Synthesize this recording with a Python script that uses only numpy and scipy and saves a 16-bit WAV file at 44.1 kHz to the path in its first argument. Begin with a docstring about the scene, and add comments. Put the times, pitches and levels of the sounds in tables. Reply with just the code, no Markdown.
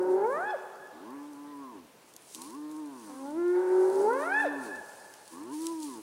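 """Two hyenas calling at night

In open bush one hyena whoops: long clear notes sweep up and break off, roughened by a second oscillation.
The other lows in arched groans, a buzz of partials shaped by its throat. Trees return echoes and a long tail.
Shaped noise makes the night air and the rustle of dry grass; short noise bursts make its stalks snap."""
import sys
import numpy as np
from scipy import signal
from scipy.io import wavfile
from scipy.ndimage import uniform_filter1d

SR = 44100
rng = np.random.default_rng(int(sys.argv[2]) if len(sys.argv) > 2 else 0)


def int16_out(signal):
    """Quantize to a 16-bit WAV file."""
    q = np.round(np.clip(np.atleast_2d(signal).T, -1, 1) * 32767)
    wavfile.write(sys.argv[1], SR, q.astype(np.int16))


N = 265526  # length in samples
LEAD = SR // 2  # run-up in samples: the first whoop is already sounding and has filled the tail
VOICE_SR = SR // 3  # voices are computed at this lower sample rate, Hz


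def amp(db):
    """Turns decibels into a plain factor."""
    return 10 ** (np.asarray(db) / 20)


def unit(x):
    """Scales a sound to an rms of 1."""
    return x / np.sqrt(np.mean(x ** 2) + 1e-20)


def read(points, hz):
    """Reads a curve of (frequency, value) points, with frequency on a logarithmic scale."""
    point_hz, value = np.transpose(points)
    return np.interp(np.log(hz + 1), np.log(point_hz + 1), value)


def add(mix, start_s, sound):
    """Adds a sound to the mix at its start time, cutting it off at the end of the mix."""
    part = mix[LEAD + round(start_s * SR):][:len(sound)]
    part += sound[:len(part)]


def wander(size, hz, rate=VOICE_SR):
    """Smooth chance of rms 1: random numbers with changes faster than about hz filtered out."""
    step = 8  # one random number per 8 samples
    smooth = signal.butter(4, hz, fs=rate / step, output="sos")
    slow = signal.sosfilt(smooth, rng.standard_normal(size // step + 2))
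    return unit(np.interp(np.arange(size) / step, np.arange(len(slow)), slow))


def shake(size, rasp_db, hz):
    """Rasp: irregular size (real part) and timing (imaginary part) of the vocal pulses."""
    return amp(rasp_db) * (wander(size, hz) + 1j * wander(size, hz))


def sounded(t, voice, fade_s):
    """Fades a voice in and out; returns its start time and its sound at the full sample rate."""
    edges = np.minimum(np.minimum(t - t[0], t[-1] - t) / fade_s, 1)
    return t[0], signal.resample_poly(voice.real * edges, SR // VOICE_SR, 1)


def whoop(rows, lead_s, fade_s, join_s, leave_s, slow_hz, full_db):
    """A clear tone; on the held note a second, slower oscillation adds sum and difference tones."""
    # How the throat favours some pitches. Each row: frequency in Hz, level in dB.
    whoop_throat = [(100, -36), (200, -13.5), (400, 8), (550, 10.5), (720, 5.5), (860, 15), (1070, 2.5),
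                    (1250, -5.5), (1430, 5.5), (1600, -3.5), (1780, -8.5), (2150, -14), (2600, -29),
                    (3100, -35), (3500, -35.5), (4000, -37), (4400, -56), (5300, -48), (6200, -61)]
    # Sum and difference tones. Each entry: multiple of the slow oscillation, level in dB before coupling.
    side_tones = {-3: -10.5, -2: -3.5, -1: -5, 1: 0.29, 2: -26}
    join_ramp_s, leave_ramp_s, roughen_s = .06, .12, .3
    uncoupled_db = -36
    clear_rasp_db, join_rasp_db, double_rasp_db, sweep_rasp_db = -50, -42.5, -20, -15.5
    slow_lift_hz = 9.92  # the sweep pulls the slow oscillation up

    s, *columns = np.transpose(rows)
    t = np.arange(s[0] - lead_s, s[-1], 1 / VOICE_SR)
    hz, first_db, second_db, tilt_db = (np.interp(t, s, c) for c in columns)

    # The slow oscillation joins, then its side tones sink again as it leaves.
    joined = np.clip((t - join_s) / join_ramp_s, 0, 1)
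    roughened = np.clip((t - join_s) / roughen_s, 0, 1)
    swept = np.clip((t - leave_s) / leave_ramp_s, 0, 1)
    couple_db = uncoupled_db + (full_db - uncoupled_db) * joined * (1 - swept)

    # The rasp builds after the joining and grows once more with the sweep.
    rasp_db = clear_rasp_db + (join_rasp_db - clear_rasp_db) * joined
    rasp_db = rasp_db + (double_rasp_db - join_rasp_db) * roughened
    rasp_db = rasp_db + (sweep_rasp_db - double_rasp_db) * swept
    rasp = shake(len(t), rasp_db, 65.5)

    # Both oscillations waver slightly in pitch.
    slow_hz = slow_hz + slow_lift_hz * swept
    fast_turns = np.cumsum(hz * (1 + 0.0028 * wander(len(t), 21.7))) / VOICE_SR
    slow_turns = np.cumsum(slow_hz * (1 + 0.005 * wander(len(t), 8.4))) / VOICE_SR
    fast, slow = np.exp(2j * np.pi * fast_turns), np.exp(2j * np.pi * slow_turns)

    voice = amp(first_db) * fast * (1 + rasp)
    base_db = second_db - read(whoop_throat, 2 * hz)  # the second partial sets the level of the rest
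    sides = {n: slow ** n for n in (0, *side_tones)}
    multiple = np.ones(len(t))  # the fast oscillation raised to the power k
    for k in range(13):
        patchy_db = 0.87 * np.sqrt(k) * wander(len(t), 8.6)  # the higher partials come and go
        for n, side_db in {0: 0, **side_tones}.items():
            line_hz = k * hz + n * slow_hz
            if (k, n) != (1, 0) and line_hz.min() > 0:  # the first partial is already there
                line_db = base_db + read(whoop_throat, line_hz) + tilt_db * np.log2(line_hz / hz / 2)
                line_db = line_db + patchy_db * (k > 2) + (side_db + couple_db) * (n != 0)
                phase = np.exp(2j * np.pi * rng.random())
                line = amp(line_db) * (line_hz < 6500) * multiple * sides[n] * phase
                # Each tone takes the rasp at its own time shift, and more of it up high.
                voice = voice + line * (1 + 0.97 * k * np.roll(rasp, 300 * (k + 13 * n)))
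        multiple = multiple * fast
    return sounded(t, np.sqrt(2) * voice, fade_s)


def partials(hz, turns, throat, tilt_db, odd_db, rasp, key, count):
    """Multiples of hz through the throat, tilted about multiple key; rasp shakes each pulse, more so up high."""
    out = 0
    for k in range(1, count + 1):
        db = read(throat, k * hz) + tilt_db * np.log2(k / key) + odd_db * (k % 2)
        db = db + 3.94 * wander(len(hz), 6.94) * (k > 3)  # the higher partials come and go
        tone = np.exp(2j * np.pi * (k * turns + rng.random()))
        out = out + amp(db) * tone * (1 + rasp * np.sqrt(k / key)) * (k * hz < 6000)
    return np.sqrt(2) * out


def groan(rows, taut_tilt_db):
    """A low buzz, its second partial favoured by the throat; slack folds rasp, and odd partials can fade."""
    # How the throat favours some pitches. Each row: frequency in Hz, level in dB.
    groan_throat = [(80, -17), (150, -22), (220, -2.5), (300, 6), (420, -11), (600, -26.5), (750, -30.5),
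                    (900, -14.5), (1000, -14), (1100, -12), (1200, -27), (1400, -35), (1750, -34.5),
                    (2200, -56), (6000, -51)]
    slack_hz, taut_hz = 81, 146  # the creaky ends and the full pitch
    slack_tilt_db = 4  # brightness of the creaky ends, dB per octave
    slack_rasp_db, taut_rasp_db = -17, -35.5
    close_hz, close_span_hz, close_tilt_db = 88.5, 6.5, -9  # tilt change in dB per octave

    s, *columns = np.transpose(rows)
    t = np.arange(s[0], s[-1], 1 / VOICE_SR)
    hz, effort_db, odd_db = (np.interp(t, s, c) for c in columns)
    taut = np.clip((hz - slack_hz) / (taut_hz - slack_hz), 0, 1)
    tilt_db = slack_tilt_db + (taut_tilt_db - slack_tilt_db) * taut
    rasp_db = slack_rasp_db + (taut_rasp_db - slack_rasp_db) * taut

    # Past the highest pitch, as the groan sinks low, the mouth closes and the sound darkens.
    closing = np.clip((close_hz - hz) / close_span_hz, 0, 1) * (t > t[hz.argmax()])
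    tilt_db = tilt_db + close_tilt_db * closing

    turns = np.cumsum(hz * (1 + 0.0041 * wander(len(t), 20.5))) / VOICE_SR
    rasp = shake(len(t), rasp_db, 74)
    voice = partials(hz, turns, groan_throat, tilt_db, odd_db, rasp, key=2.4, count=22)
    return sounded(t, amp(effort_db) * voice, 0.046)


def bush(x, wet_db):
    """Scattering from trees: a diffuse tail that builds up and dies away, and a few smeared echoes."""
    # The tail by pitch. Each row: frequency in Hz, time to fall by 60 dB in seconds, relative level in dB.
    tail_colour = np.array([(199, 1.2, -4), (386, 2.17, -3.5), (850, 2.7, 0), (1360, 2.37, 0.5),
                            (1790, 1.94, 0.5), (2650, 1.53, 6.5), (3600, 1.73, 4), (6100, 1.2, 0)])
    # Echoes. Each row: delay in seconds, level in dB before the wet level and a common lift are added.
    echo_list = [(0.078, -18.5), (0.138, -35), (0.364, -26.5), (.62, -40)]
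    build_s, smear_s, echo_lift_db = 0.011, 0.0031, 14
    size = 2 * SR

    # One click of random sign at a random place in every 20 samples.
    taps = np.zeros(size)
    at = np.arange(0, size, 20)
    taps[at + rng.integers(0, 20, len(at))] = rng.choice([-1., 1.], len(at))

    hz, t, z = signal.stft(taps, SR, nperseg=512)
    t60 = read(tail_colour[:, [0, 1]], hz)[:, None]
    colour_db = read(tail_colour[:, [0, 2]], hz)[:, None]
    z = z * amp(colour_db - 60 * t / t60) * (1 - np.exp(-t / build_s))
    tail = signal.istft(z, SR, nperseg=512)[1][:size]
    tail = amp(wet_db) * tail / np.linalg.norm(tail)

    age = np.arange(size) / SR
    for delay_s, db in echo_list:
        clump = taps * np.exp(-((age - delay_s) / smear_s) ** 2)
        tail = tail + amp(db + wet_db + echo_lift_db) * clump / np.linalg.norm(clump)
    return x + signal.fftconvolve(x, tail)[:len(x)]


def hiss(colour, patchy_db):
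    """Noise of a given colour and rms 1, with patches of pitch and time that drift in level."""
    hz = np.fft.rfftfreq(512, 1 / SR)
    a, b, patches = rng.standard_normal((N // 128 + 5, 257, 3)).T
    patches = uniform_filter1d(patches, 10, 0)  # smooth across pitch
    patches = unit(uniform_filter1d(patches, 16, 1))  # smooth across time
    z = (a + 1j * b) * amp(read(colour, hz)[:, None] + patchy_db * patches)
    return unit(signal.istft(z, nperseg=512, noverlap=384)[1][:N])


def night():
    """The steady background of the night: coloured noise."""
    # Colour of the noise. Each row: frequency in Hz, relative level in dB per Hz.
    night_colour = [(24, -49), (40, -15.5), (243, -4), (412, -2.5), (680, -6), (918, -5.5), (1210, -10),
                    (2700, -14.5), (6650, -21), (9220, -23), (16000, -24)]
    night_db = -58.5
    return amp(night_db) * hiss(night_colour, 1.44)


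def grass():
    """Brushed stalks: hiss that swells, sprinkled with tiny crackles."""
    # Colour of the hiss. Each row: frequency in Hz, relative level in dB per Hz.
    grass_colour = [(1500, -19), (2500, -9.5), (3500, -9.5), (4400, -4), (5300, -5), (6100, -3), (7200, -4),
                    (9200, 0), (10600, -3), (11600, -11.5), (13200, -14), (14300, -21), (16000, -10.5)]
    # Brushes. Each row: peak time in seconds, peak level in dB, rise in seconds, fall in seconds.
    brush_list = [(.03, -59, 0.009, 0.011), (.12, -60, 0.034, 0.035), (.32, -60, 0.07, .2),
                  (1.24, -68.5, 0.07, 0.37), (2.09, -60.5, 0.026, 0.025), (2.16, -68, 0.032, .03),
                  (2.36, -49, 0.077, 0.053), (2.44, -50.5, .05, 0.089), (2.72, -59.5, .03, .12),
                  (3.07, -55, 0.11, 0.18), (3.26, -59.5, 0.057, 0.076), (3.55, -62.5, 0.21, 0.27),
                  (3.82, -56.5, 0.12, 0.22), (4.02, -51.5, 0.16, 0.095), (4.22, -52.5, 0.092, .1),
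                  (4.43, -53, .1, 0.036), (4.66, -51.5, 0.065, .05), (4.93, -56, .3, 0.48),
                  (5.33, -52.5, 0.057, 0.06), (5.54, -50.5, .02, 0.07), (5.64, -47.5, 0.065, 0.12),
                  (5.83, -46.5, 0.026, 0.12)]
    still_db = -69.5  # level between brushes
    drop_db = -7.5  # change one rise or fall away from a peak
    ticks_per_s, tick_decay_s = 250, 0.00088

    t = np.arange(N) / SR
    power = amp(2 * still_db)  # twice the dB gives power
    for peak_s, db, rise_s, fall_s in brush_list:
        distance = np.maximum((peak_s - t) / rise_s, (t - peak_s) / fall_s)
        power = power + amp(2 * (db + drop_db * distance))

    ticks = amp(6.17 * np.minimum(rng.exponential(1, N), 5)) * (rng.random(N) < ticks_per_s / SR)
    crackle = signal.lfilter([1], [1, -np.exp(-1 / (tick_decay_s * SR))], ticks)
    flicker = amp(0.41 * wander(N, 10.2, SR))
    rustle = unit(hiss(grass_colour, 0.97) * flicker * (1 + 0.13 * crackle))
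    return np.sqrt(power) * rustle


def snaps():
    """Dry stalks snap: each is a dying burst of noise leaning toward its own pitch."""
    # Each row: start in seconds, peak level in dB, centre in Hz, time to fall by 60 dB in seconds.
    snap_list = [(1.106, -49, 11200, 0.013), (1.3332, -47.5, 9670, 0.012), (2.138, -41.5, 9420, 0.012),
                 (2.1643, -34, 10190, 0.011), (2.3477, -25, 6140, 0.0097), (2.3552, -33, 9000, 0.014),
                 (2.3964, -46, 8810, 0.011), (2.4179, -29, 8650, 0.021), (2.7135, -44, 9150, 0.012),
                 (2.766, -42.5, 10100, 0.012), (4.0514, -44, 6300, 0.012), (5.1388, -38.5, 6705, 0.012),
                 (5.5268, -54, 9000, 0.01), (5.6086, -38, 8300, 0.01), (5.6187, -32, 10000, 0.01),
                 (5.668, -21, 5050, 0.0096), (5.8024, -35, 8740, 0.009), (5.8305, -30, 6690, 0.01),
                 (5.845, -39, 10170, 0.012), (5.8986, -39, 8960, 0.01)]
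    size = 1500
    out, t = np.zeros(N + LEAD), np.arange(size) / SR
    band = signal.butter(3, [3300, 12000], "band", fs=SR, output="sos")
    noises = rng.standard_normal((len(snap_list), size))
    for (start_s, db, hz, t60), noise in zip(snap_list, noises):
        burst = noise * amp(-60 * t / t60)
        ring = signal.lfilter(*signal.iirpeak(hz, .8, fs=SR), burst)
        ring = signal.sosfilt(band, ring)
        add(out, start_s, amp(db) * ring / abs(ring).max())
    return out[LEAD:]


def scene():
    """Both hyenas call among the trees, over the night noise, the rustling grass and its snaps."""
    # One list per whoop. Each row: time in seconds, pitch in Hz, first partial in dB, second partial in dB,
    # brightness in dB per octave.
    whoop_list = [
        [(0.04, 366, -26, -50.5, -5), (0.12, 370.5, -26.5, -49.5, -5.5), (0.2, 389.2, -28, -43.5, -5),
         (0.25, 434.7, -29.5, -26.5, -8), (0.284, 491.3, -31, -39.5, -7.5), (0.368, 615.4, -36.5, -36.5, -10),
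         (0.458, 834.6, -36, -39, -6), (0.51, 861, -34.5, -34.5, 6.5), (0.526, 815, -38, -51, 5),
         (0.548, 591, -30, -55, 8), (0.58, 398.6, -50, -58, 3)],
        [(3.08, 260.3, -59, -57, -3), (3.128, 257, -51, -55.5, -6), (3.25, 274.7, -42.5, -47.5, -5),
         (3.332, 303.6, -37.5, -47, -9.5), (3.39, 345, -29.5, -51, 4), (3.514, 357.6, -25, -55, 7.5),
         (3.62, 364.9, -25.5, -54.5, 0.2), (3.712, 369.2, -23.5, -52, 0.5), (3.856, 374.4, -25.5, -50, -2.5),
         (3.95, 385.7, -28, -48, -4), (4.0, 393, -24.5, -46, -3), (4.07, 428, -27, -29, -8),
         (4.216, 589.6, -35.5, -41, -1), (4.284, 711, -41, -35.5, -1), (4.348, 840, -33, -29.5, -3.5),
         (4.41, 891.5, -37.5, -28, -1.5), (4.44, 811, -32.5, -36, 3), (4.462, 599, -28.5, -50, 10),
         (4.49, 419, -34, -44, 7)],
    ]
    # Each row, one per whoop: run-up in seconds, fade in seconds, time the second oscillation joins in seconds,
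    # time it leaves in seconds, its pitch in Hz before the sweep lifts it, its coupling in dB.
    stage_list = [(.5, 0.018, -1, 0.19, 169.5, 1), (0, .013, 3.5, 4.01, 163.5, 2.5)]
    # One list per groan. Each row: time in seconds, pitch in Hz, effort in dB, lift of odd partials in dB.
    groan_list = [
        [(0, 126.2, -51, 1), (.07, 100.9, -55, 3), (.17, 83.4, -59.5, 1.5), (.3, 79.5, -63.5, 6.5),
         (.42, 72, -61, 1), (.5, 61.83, -58, -4)],
        [(0.92, 72.75, -57, 4), (0.992, 82, -62, 2.5), (1.086, 118, -48.5, 0), (1.146, 140.3, -46, .6),
         (1.302, 148.1, -50, -9), (1.364, 141.9, -50, -2), (1.498, 145.9, -50, 1), (1.618, 139.7, -47.5, -0.3),
         (1.71, 120.2, -51.5, -5.5), (1.785, 90, -55, 2.5), (1.9, 67.5, -66, 2)],
        [(2.34, 73.75, -54.5, -1), (2.444, 88.6, -65, 9.5), (2.516, 114, -52, 2.5), (2.552, 136.6, -46.5, -2),
         (2.578, 148.6, -46.5, 0), (2.798, 155.4, -43, -5.5), (2.904, 140.5, -47.5, 1.5),
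         (3.03, 110.1, -51.5, -4), (3.11, 97.9, -52, -0.5), (3.2, 89.6, -61.5, 4.5), (3.36, 81.9, -54.5, 0.5),
         (3.46, 72.2, -57, 0)],
        [(3.9, 76.05, -52.5, 1), (4.006, 99.35, -49.5, -5.5), (4.128, 134.3, -46, 0), (4.158, 139, -46, -9),
         (4.366, 141.9, -49.5, -17), (4.484, 148.5, -42, -5), (4.6, 135, -42.5, 1.5), (4.722, 92.36, -56, 1),
         (4.806, 71.3, -66, 10), (4.86, 63.5, -60, -1)],
        [(5.3, 78.2, -49.5, -8), (5.376, 87.35, -58.5, 5.5), (5.442, 108.8, -54.5, 9), (5.496, 130.6, -47, 6),
         (5.53, 148.7, -43.5, 1.5), (5.57, 153.4, -41.5, -30), (5.63, 163.2, -37, -10),
         (5.718, 166.6, -35.5, -32), (5.83, 153, -44, -35), (5.88, 141.2, -43, -1), (5.968, 111, -51, 1),
         (6.02, 103.5, -45, 4.5)],
    ]
    # Brightness of each groan at full pitch, in dB per octave.
    groan_tilts = [2, 3.6, 2.45, 1.52, 0.86]

    whooper, groaner = np.zeros((2, N + LEAD))
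    for rows, stages in zip(whoop_list, stage_list):
        add(whooper, *whoop(rows, *stages))
    for rows, tilt_db in zip(groan_list, groan_tilts):
        add(groaner, *groan(rows, tilt_db))
    voices = bush(whooper, wet_db=-11.5) + bush(groaner, wet_db=-20.0)
    return (voices[LEAD:] + night() + grass() + snaps())[None]


def record(dry):
    """The microphone weakens deep bass; then a steep filter removes the very top."""
    mic_low_hz, top_hz = 105, 15850
    thin = signal.sosfilt(signal.butter(2, mic_low_hz, "high", fs=SR, output="sos"), dry)
    edge = signal.firwin(513, top_hz, window=("kaiser", 9.), fs=SR)
    return signal.oaconvolve(thin, edge[None], "same")


dry = scene()
out = record(dry)
int16_out(out)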